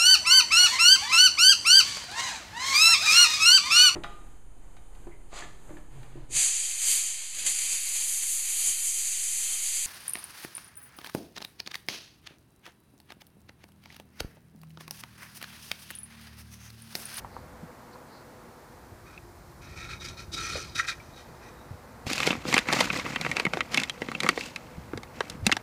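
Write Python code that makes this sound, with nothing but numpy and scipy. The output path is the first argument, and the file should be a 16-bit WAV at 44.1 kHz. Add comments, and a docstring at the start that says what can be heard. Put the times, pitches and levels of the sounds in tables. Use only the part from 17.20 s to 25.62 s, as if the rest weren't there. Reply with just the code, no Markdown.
"""Light taps on plastic and a dull bump over quiet outdoor air and microphone handling rumble.
A plastic measuring cup is nudged, then dug through feed pellets in a big plastic bin: the pellets
ring its wall and hiss against each other. From about 4.9 s it pushes into a stiff bag of cracked corn
in the next bin: the sheet flexes and crinkles, corn slides along it, creases snap and panels buckle.
Hands bump the bins throughout."""
import sys
import numpy as np
from scipy import signal
from scipy.fft import rfft, irfft, next_fast_len
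from scipy.io import wavfile
from scipy.ndimage import uniform_filter1d

SR = 44100
rng = np.random.default_rng(int(sys.argv[2]) if len(sys.argv) > 2 else 0)


def unload_audio(sound):
    """Save the sound as a 16-bit wav file, at the path given as the first command line argument."""
    columns = np.transpose(np.atleast_2d(sound))
    # keep every value between -1 and 1, then stretch to whole-number steps
    steps = np.round(np.clip(columns, -1, 1) * 32767)
    wavfile.write(sys.argv[1], SR, steps.astype(np.int16))


N = 371322
TIME_S = np.arange(N) / SR
COARSE_TIME_S = TIME_S[::32]

# Bag creases snapping. Each row: start in seconds, crack level in dB, crack pitch in Hz,
# pop, sizzle and panel thump levels in dB, panel pitch in Hz.
CREASE_SNAPS = [(4.866, -48, 2280.0, -46, -47, -34, 193.3), (4.9, -35.5, 2290.0, -38, -41, -39, 307),
                (4.911, -37.5, 2350.0, -48, -49, -30.5, 245.0), (4.9316, -38, 2350, -46, -30.5, -46, 295.0),
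                (4.979, -30, 2590, -37, -33.5, -42, 355.0), (5.0019, -28.5, 2500, -29, -33.5, -39, 345.0),
                (5.03, -26, 2490, -36.5, -35, -47, 360.0), (5.068, -33, 2550, -36.0, -29.5, -43, 210.0),
                (5.073, -27, 2330, -34, -32, -23, 426), (5.105, -25, 2740, -35, -38, -26.5, 197),
                (5.128, -32.5, 2250.0, -34.5, -54, -33, 240.0), (5.151, -46, 2120, -40, -60.0, -34.5, 227),
                (5.2517, -47, 2240.0, -38.5, -53, -32, 298), (5.326, -28.0, 2220, -29.5, -34, -33, 430.0),
                (5.3405, -20, 2040, -29, -23.5, -25.5, 231), (5.365, -23.0, 2400, -26, -38, -27.5, 290.0),
                (5.3785, -18, 2400, -24, -25.5, -33, 475.0), (5.388, -29, 1950.0, -43, -31, -35, 215.0),
                (5.486, -27, 2080.0, -31.5, -38, -29.5, 265.0),
                (5.526, -27.5, 1810.0, -26, -27, -37, 295.0),
                (5.532, -28, 1800.0, -28.5, -29.5, -29.5, 410.0),
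                (5.604, -25.5, 2040.0, -32, -28.5, -32, 495.0), (5.6075, -26.5, 1960, -24, -25, -27.5, 506),
                (5.7009, -24.5, 2420.0, -31, -47, -38, 193),
                (5.7962, -32.5, 2360.0, -40.0, -40, -46, 225.0), (5.8622, -37, 2040, -35, -49, -37, 280.0),
                (5.959, -29.5, 2470, -30.5, -38.5, -36, 260.0),
                (6.0115, -34.5, 2330, -44, -34.0, -39, 165.0), (6.048, -34.0, 2240.0, -33, -47, -49, 360.0),
                (6.063, -29.5, 2030, -30.5, -44, -32.5, 590.0), (6.1137, -26.5, 2120, -37, -35, -46, 195.0),
                (6.1669, -25.5, 2520.0, -33, -33, -36.5, 385.0),
                (6.1971, -25.0, 2400, -29, -32.5, -34, 450),
                (6.2513, -24.5, 2230.0, -41, -36.5, -28.5, 285.0), (6.265, -28, 1970, -31, -47, -27, 161),
                (6.3343, -28.5, 2430.0, -30.0, -38.0, -32.0, 483),
                (6.3703, -42.5, 2470, -35.5, -45, -28.5, 320.0),
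                (6.406, -24.5, 2110.0, -27.5, -37.5, -44, 315.0),
                (6.5435, -25.5, 2400, -33.5, -28.5, -34.5, 175.0),
                (6.5735, -23.5, 2280, -30, -26.5, -36.0, 295.0), (6.5786, -22, 2470.0, -44, -39, -33, 253),
                (6.599, -32, 2480, -41, -34.5, -40.5, 240.0), (6.634, -30, 2090.0, -59, -33.5, -62, 385.0),
                (6.696, -31, 3180, -35.5, -35.5, -48.5, 550.0),
                (6.8179, -31.5, 1900, -41, -44.5, -29.5, 278),
                (6.8853, -37.0, 2060.0, -40, -53, -33.5, 258),
                (6.9156, -39, 2070, -34.5, -46, -44.0, 210.0), (6.949, -31, 2520, -39, -45.5, -37.5, 189),
                (7.0029, -30, 2280.0, -39, -30.5, -42, 245.0),
                (7.0324, -32.0, 2400, -33.5, -34.5, -32, 307),
                (7.043, -37.0, 1880, -37.0, -53.5, -27.5, 195.0),
                (7.063, -29, 2050, -26.5, -40, -41, 345.0), (7.0887, -19, 2160.0, -19.5, -24.5, -27.0, 345),
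                (7.1752, -33, 2180.0, -42, -46, -29, 444), (7.2086, -33.5, 2500, -53, -40, -59, 285.0),
                (7.3599, -33.5, 2440, -42, -40, -53, 250.0), (7.7332, -54, 1860, -37.5, -60, -30, 305),
                (7.7743, -44, 1940, -42.5, -44, -35.5, 223), (7.8318, -46.5, 2000, -46, -48.5, -55, 300),
                (8.0054, -31, 1690, -27, -35.5, -29, 380), (8.098, -44.5, 2720, -46.0, -37.5, -47, 235.0),
                (8.2654, -22.5, 2400, -29.5, -21.0, -21, 213),
                (8.2935, -32, 1630.0, -31, -50, -34.5, 350.0),
                (8.3158, -22, 2130.0, -44, -29.5, -46.5, 390.0),
                (8.3232, -20.5, 2500, -25.5, -25.5, -30.5, 307),
                (8.3665, -32.5, 1740.0, -32.5, -34.0, -40, 355.0)]
# Pushes on the bag. Each row: start and length in seconds, crinkle level in dB,
# flex and corn hiss in dB over the crinkle.
BAG_PUSHES = [(4.857, 0.23, -40.5, -1, 4.5), (5.031, 0.083, -35, -1.5, -4), (5.252, 0.06, -39.5, 6.5, 4),
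              (5.315, 0.055, -31.5, -15, -4), (5.46, 0.048, -32.5, -4, -8.5),
              (5.507, .11, -29.5, -3.5, -3.5), (5.622, 0.025, -32, -0.5, -3),
              (5.708, 0.075, -34.5, -2.5, -3), (5.83, .11, -42.5, 1.5, -2.5), (5.985, 0.14, -42, 1, -4.5),
              (6.144, 0.065, -39, -2, -6), (6.319, 0.06, -44, 6.5, -4), (6.502, 0.12, -39, -1.5, -1.5),
              (6.786, 0.34, -57, 10, 3), (7.012, 0.093, -42, 6, -2.5), (7.141, 0.13, -50.5, 3.5, 7),
              (7.932, 0.2, -53.5, 2.5, -2.5), (8.237, 0.097, -46, -3, -2)]
# Cup strokes. Each row: start and length in seconds, ring level in dB, pellet hiss in dB over the ring.
CUP_STROKES = [(1.849, 0.099, -55.5, -8), (2.404, .14, -53.5, -3), (2.555, 0.098, -43.5, -5.5),
               (2.68, 0.057, -39.5, -7.5), (2.796, 0.092, -45.5, -1.5), (2.841, 0.012, -46, 10.5),
               (2.873, 0.017, -52.5, 11), (2.965, 0.049, -47.5, 0.5), (3.116, 0.03, -45, 9.5),
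               (3.156, 0.22, -39, 0.5), (3.395, 0.028, -56, 10), (3.546, 0.015, -35, 4),
               (3.574, 0.019, -28, -0.5), (3.618, 0.029, -36.5, -9.5), (3.663, 0.037, -32.5, -1.5),
               (3.953, 0.055, -57.5, 3.5), (4.205, 0.081, -54.5, -5.5)]
# Knocks on plastic. Each row: start in seconds, peak in dB, pitch in Hz, 60 dB decay time in seconds.
PLASTIC_TAPS = [(.047, -27.5, 944, 0.0083), (.166, -27, 950, 0.0065), (.756, -38, 1030, .023),
                (1.977, -34.5, 2530, 0.017), (3.5965, -17.5, 1350, 0.041), (3.597, -14, 1920, 0.02),
                (3.724, -32, 2360, 0.042), (3.8, -42, 2330, .089)]
HAND_BUMPS = [(.426, -34.5, 161, 0.08), (1.718, -39, 90, 0.061), (3.345, -33, 91, 0.068),
              (3.354, -27.5, 390, 0.095), (4.508, -30, 93, 0.12), (4.866, -29, 100, 0.054),
              (5.174, -32, 130, .06), (7.579, -31, 84, 0.068), (7.75, -30, 106, 0.13),
              (8.15, -33.5, 152, 0.057), (8.224, -28, 88, 0.094)]
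# Modes of the cup and of the bin's air. Each row: frequency in Hz, width in Hz, relative level in dB.
CUP_RESTING_MODES = [(1344, 163, 0.5), (1625, 44, -6), (1870, 130, -5), (2280, 270, -4.5), (2427, 160, 0)]
CUP_DIGGING_MODES = [(1350, 170, 5.7), (1593, 110, 6.4), (1894, 220, 6.3), (2440, 190, 5.8)]
CUP_UPPER_MODES = [(3800, 230, 3), (4253, 140, 2), (4860, 120, -1.5), (5950, 250, -3)]
BIN_DEEP_MODES = [(143, 94, -0.5), (349.3, 28, 7.5)]
BIN_RIM_MODES = [(233, 54, 1.5), (496, 33, 4), (883, 64, -7)]
# Noise spectra. Each row: frequency in Hz, relative density in dB.
BAG_FLEX_SPECTRUM = [(70, -56), (135, 6), (300, 3.5), (410, -11), (505, 2.5), (620, -9), (900, -27)]
BAG_CRINKLE_SPECTRUM = [(450, -13), (650, 4), (1100, 7), (1450, 7), (1700, 4), (2050, 10), (2600, 4.5),
                        (3800, -22)]
CORN_SPECTRUM = [(2700, 9), (3500, 3.5), (4200, 5), (5500, 2), (7000, 0), (10000, -11.5), (15500, -15.5)]
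PELLET_SPECTRUM = [(2600, -2), (3150, 4.5), (3600, -0.5), (5400, 6), (6400, 2), (7200, -3), (9000, -6.5),
                   (15500, -24)]
HANDLING_SPECTRUM = [(20, -30), (35, -7), (55, 1.5), (100, 0), (150, -4), (220, -13.5), (400, -25)]
AIR_SPECTRUM = [(100, 3), (330, 0), (900, 0.5), (1300, -3), (2000, -9), (2900, -20), (4200, -24.5),
                (7000, -58)]
MIC_SPECTRUM = [(1500, -3), (3000, -2), (4300, 6), (10000, 1.5), (16000, 0)]
# Background level curves. Each row: time in seconds, level in dB.
HANDLING_LEVELS = [(0, -48.5), (.8, -61.5), (2.1, -53.5), (2.7, -46), (3.4, -46.5), (4.2, -56.5),
                   (5.2, -50), (6.4, -51.5), (7.4, -58), (7.56, -47.5), (8.05, -55), (8.24, -43),
                   (8.42, -54)]
AIR_LEVELS = [(0, -50.5), (1.3, -51), (2.1, -54), (3.4, -53.5), (4.3, -50.5)]
# Microphone depth in the bin. Each row: time in seconds, share from 0 (rim) to 1 (deep).
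MIC_DEPTH = [(1.6, 0.45), (2.0, 0.98), (3.7, 0.86), (4.1, 0.46)]
# Faint high swishes. Each row: centre in seconds, level in dB, half length in seconds.
HIGH_SWISHES = [(0.152, -63.5, .05), (0.736, -57, 0.011), (0.953, -60, 0.055)]


def bag_snaps():
    """A crease cracks and sizzles, the facet beside it pops about an octave lower, the panel buckles."""
    out = np.zeros(N)
    for start_s, crack_db, crack_hz, pop_db, sizzle_db, thump_db, panel_hz in CREASE_SNAPS:
        slip = slip_burst(decay_s=0.001072, rise_s=0.0012, tail_db=-26, tail_s=0.005, jolt=0.76)
        crack = band(resonate(slip, crack_hz, width_hz=324), 1260, 3600)
        facet = slip_burst(decay_s=0.0017, rise_s=0.00067, tail_db=-24, tail_s=0.0074, jolt=0.98)
        pop_hz = crack_hz * 0.56 * rng.uniform(0.87, 1.16)
        pop = band(resonate(facet, pop_hz, width_hz=590), 550, 1650)
        spray = slip_burst(decay_s=0.0012, rise_s=0.0006, tail_db=-18, tail_s=0.0046, jolt=0.37)
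        edge_hz = 4870 * 2 ** ((sizzle_db - crack_db) / 31)  # an octave up per 31 dB over the crack
        sizzle = band(band(spray, 3130, 11400, order=3), 2900, max(edge_hz, 3500), order=1)
        buckle = slip_burst(decay_s=0.0033, rise_s=0.00057, tail_db=-22, tail_s=0.0093, jolt=0.9)
        thump = band(resonate(buckle, panel_hz, width_hz=0.33 * panel_hz), 108, 920)
        for part, db in (crack, crack_db), (pop, pop_db), (sizzle, sizzle_db), (thump, thump_db):
            add(out, start_s, at_level(part, db))
    return out


def slip_burst(decay_s, rise_s, tail_db, tail_s, jolt):
    """A crease gives way: one jolt in a volley of micro-slips, then a brief shiver."""
    t = TIME_S[:SR // 12]
    shape = (1 - np.exp(-t / rise_s)) ** 2 * (np.exp(-t / decay_s) + from_db(tail_db) * np.exp(-t / tail_s))
    slips = rng.standard_normal(len(t)) * shape
    slips[np.argmax(shape)] += jolt * np.linalg.norm(slips)
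    return slips


def bag_rustle():
    """Each push flexes the sheet, ticks its small creases and slides corn along it; then it settles."""
    starts_s, lengths_s, crinkle_db, flex_db, hiss_db = np.transpose(BAG_PUSHES)
    pushes = [gesture_power(start_s, length_s, attack_s=0.025, release_s=0.024, tail_db=-18, tail_s=0.58)
              for start_s, length_s in zip(starts_s, lengths_s)]
    creases = grains(per_s=900, spread_db=2, clump_db=4)
    clicks = grains(per_s=1500, spread_db=1.5, clump_db=5)
    ticks = pitched(clicks, low_hz=485, high_hz=11800, q=10)
    corn = grains(per_s=11000, spread_db=1, clump_db=2.5)
    crackle = unit_rms(colour(ticks, BAG_CRINKLE_SPECTRUM) + colour(creases, BAG_CRINKLE_SPECTRUM))
    flex = gesture_gain(pushes, crinkle_db + flex_db) * colour(creases, BAG_FLEX_SPECTRUM)
    crinkle = gesture_gain(pushes, crinkle_db) * crackle
    hiss = gesture_gain(pushes, crinkle_db + hiss_db) * colour(corn + 0.4 * ticks, CORN_SPECTRUM)
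    return flex + crinkle + hiss


def cup_in_pellets(dig_start_s=3.56):
    """Pellets tick on the cup wall and rub on each other; the cup's modes shift as it digs in."""
    starts_s, lengths_s, ring_db, hiss_db = np.transpose(CUP_STROKES)
    # Pellets run on longer after a longer stroke; the tail is the last ones trickling into the furrow.
    strokes = [gesture_power(start_s, length_s, attack_s=0.02, release_s=0.0078 + 0.28 * length_s,
                             tail_db=-33.5, tail_s=0.57)
               for start_s, length_s in zip(starts_s, lengths_s)]
    contacts = grains(per_s=900, spread_db=1.5, clump_db=0.5)
    sliding = grains(per_s=5000, spread_db=1.5, clump_db=2)
    dug = np.clip((TIME_S - dig_start_s) / 0.0073, 0, 1)
    resting = np.sqrt(1 - dug) * ring_modes(contacts, CUP_RESTING_MODES, wander_db=1.5)
    digging = np.sqrt(dug) * ring_modes(contacts, CUP_DIGGING_MODES)
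    upper_ring = ring_modes(contacts, CUP_UPPER_MODES, wander_db=4.5)
    grit = unit_rms(upper_ring + colour(sliding, PELLET_SPECTRUM))
    packed_crunch = from_db(-12.5) * unit_rms(band(sliding, 248, 440)) * (1 - dug)
    cup = gesture_gain(strokes, ring_db) * (resting + digging)
    pellets = gesture_gain(strokes, ring_db + hiss_db) * (grit + packed_crunch)
    return cup + pellets


def knocks(rows, rise_cycles, roughness):
    """Each knock rings one damped mode; a noise band stands for its neighbours."""
    out, t = np.zeros(N), TIME_S[:SR // 5]
    for start_s, peak_db, hz, t60_s in rows:
        neighbours = unit_rms(band(rng.standard_normal(len(t)), hz * 0.79, hz * 1.58))
        envelope = (1 - np.exp(-t * hz / rise_cycles)) * from_db(-60 * t / t60_s)
        ring = envelope * (np.sin(2 * np.pi * hz * t) + roughness * neighbours)
        add(out, start_s, from_db(peak_db) * ring / np.abs(ring).max())
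    return out


def with_bin_echo(x, wet_db, t60_s):
    """Close walls add a short, dense echo."""
    t = TIME_S[:SR // 5]
    echo = band(rng.standard_normal(len(t)), 210, 3700, order=1) * from_db(-60 * t / t60_s) * (t > .002)
    return x + from_db(wet_db) * signal.fftconvolve(x, echo / np.linalg.norm(echo))[:N]


def handling_rumble(noise):
    """A hand moves on the microphone's case."""
    return level_curve(HANDLING_LEVELS) * colour(noise, HANDLING_SPECTRUM)


def outdoor_air(noise):
    """Broad rush of air, partly shaded inside the bin."""
    return level_curve(AIR_LEVELS) * colour(noise, AIR_SPECTRUM)


def bin_hum(noise):
    """Air resonates in the bin; microphone depth blends deep and rim modes."""
    depth = np.interp(TIME_S, *np.transpose(MIC_DEPTH))
    deep = from_db(-57) * ring_modes(noise, BIN_DEEP_MODES)
    rim = from_db(-52) * ring_modes(noise, BIN_RIM_MODES)
    return depth * deep + (1 - depth) * rim


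def swishes(noise):
    """Brief, faint swells of high noise."""
    swells = sum(from_db(db) * np.exp(-((TIME_S - centre_s) / half_s) ** 2)
                 for centre_s, db, half_s in HIGH_SWISHES)
    return swells * unit_rms(band(noise, 4000, 4850))


def background():
    """Air, bin hum, swishes, handling and the microphone's own hiss, from independent noises."""
    air, hum, swish, rumble, hiss = rng.standard_normal((5, N))
    mic_hiss = from_db(-62.5) * colour(hiss, MIC_SPECTRUM)
    return outdoor_air(air) + bin_hum(hum) + swishes(swish) + handling_rumble(rumble) + mic_hiss


def grains(per_s, spread_db, clump_db):
    """Tiny contacts of uneven size, in clumps; power levelled over about 40 ms."""
    sizes = from_db(spread_db * np.minimum(rng.exponential(1, N), 5)) * rng.choice([-1, 1], N)
    hits = rng.random(N) < per_s / SR
    clicks = sizes * hits * from_db(clump_db * drift(per_s=160))
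    return clicks / np.sqrt(uniform_filter1d(clicks ** 2, size=1800) + 1e-6)


def pitched(clicks, low_hz, high_hz, q, count=24):
    """Each contact rings briefly at a randomly dealt pitch; unit power."""
    dealt = rng.integers(0, count, N)
    pitches_hz = np.geomspace(low_hz, high_hz, count)
    return unit_rms(sum(resonate(clicks * (dealt == k) + 1e-18, hz, hz / q)
                        for k, hz in enumerate(pitches_hz)))


def ring_modes(x, modes, wander_db=0):
    """Parallel steep-sided resonances, each level drifting by wander_db; unit power."""
    out = np.zeros(N)
    for hz, width_hz, db in modes:
        ring = resonate(resonate(x, hz, width_hz), hz, width_hz)
        out += from_db(db + wander_db * drift(per_s=20)) * ring
    return unit_rms(out)


def gesture_power(start_s, length_s, attack_s, release_s, tail_db, tail_s):
    """Power of one hand movement: attack, hold, quick release, faint slow tail."""
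    attack = np.clip((COARSE_TIME_S - start_s) / attack_s, 0, 1)
    after_s = np.maximum(COARSE_TIME_S - start_s - length_s, 0)
    tail = from_db(tail_db)
    release = (1 - tail) * np.exp(-after_s / release_s) + tail * np.exp(-after_s / tail_s)
    return (attack * release) ** 2


def gesture_gain(powers, levels_db):
    """Gain curve of overlapping movements, summed in power."""
    return np.interp(TIME_S, COARSE_TIME_S, np.sqrt(from_db(levels_db) ** 2 @ np.array(powers)))


def level_curve(rows):
    """Gain curve through (seconds, dB) points."""
    return from_db(np.interp(TIME_S, *np.transpose(rows)))


def drift(per_s):
    """Random straight-line wander; unit power."""
    knots = rng.standard_normal(8000)
    return unit_rms(np.interp(TIME_S * per_s, np.arange(len(knots)), knots))


def colour(x, spectrum):
    """Shape x by a spectrum, falling 20 dB per octave past its ends; unit power."""
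    hz, db = np.transpose(spectrum)
    size = next_fast_len(N)
    octaves, knots = np.log2(np.fft.rfftfreq(size, 1 / SR) + 1), np.log2(hz)
    octaves_outside = np.abs(octaves - np.clip(octaves, knots[0], knots[-1]))
    gain = from_db(np.interp(octaves, knots, db) - 20 * octaves_outside)
    return unit_rms(irfft(rfft(x, size) * gain, size)[:N])


def band(x, low_hz, high_hz, order=2):
    """Causal band-pass."""
    edges_hz = [low_hz, min(high_hz, .45 * SR)]
    return signal.sosfilt(signal.butter(order, edges_hz, "band", fs=SR, output="sos"), x)


def resonate(x, hz, width_hz):
    """One resonance, unit peak gain."""
    r = np.exp(-np.pi * width_hz / SR)
    feedback = [1, -2 * r * np.cos(2 * np.pi * hz / SR), r * r]
    return signal.lfilter(np.array([1, 0, -1]) * (1 - r * r) / 2, feedback, x)


def notch(x, hz, width_hz):
    """Narrow spectral gap."""
    return x - resonate(x, hz, width_hz)


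def from_db(db):
    """Decibels to gain."""
    return 10 ** (np.asarray(db) / 20)


def unit_rms(x):
    """Scale to unit power."""
    return x / np.sqrt(np.mean(x ** 2) + 1e-20)


def at_level(x, db):
    """Scale to the energy of 10 ms at this level."""
    return from_db(db) * x / np.sqrt(np.sum(x ** 2) / (SR / 100))


def add(out, start_s, sound):
    """Mix a sound in at start_s."""
    at = int(start_s * SR)
    out[at:at + len(sound)] += sound[:max(N - at, 0)]


def scene():
    """One close microphone; bag, knocks and cup have narrow gaps in the low treble."""
    taps = knocks(PLASTIC_TAPS, rise_cycles=1, roughness=0.17)
    bumps = knocks(HAND_BUMPS, rise_cycles=0.29, roughness=0.77)
    bag_and_knocks = bag_rustle() + with_bin_echo(bag_snaps() + taps + bumps, wet_db=-13.5, t60_s=0.026)
    cup = notch(cup_in_pellets(), hz=2780, width_hz=170)
    return (notch(bag_and_knocks, hz=2916, width_hz=65) + cup + background())[None]


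def record(dry):
    """Soft-limit the peaks, then low-pass steeply."""
    ceiling, cutoff_hz = 1.5, 15400
    lowpass = signal.ellip(10, .1, 80, cutoff_hz, fs=SR, output="sos")
    return signal.sosfilt(lowpass, ceiling * np.tanh(dry / ceiling))


dry = scene()
out = record(dry)
unload_audio(out)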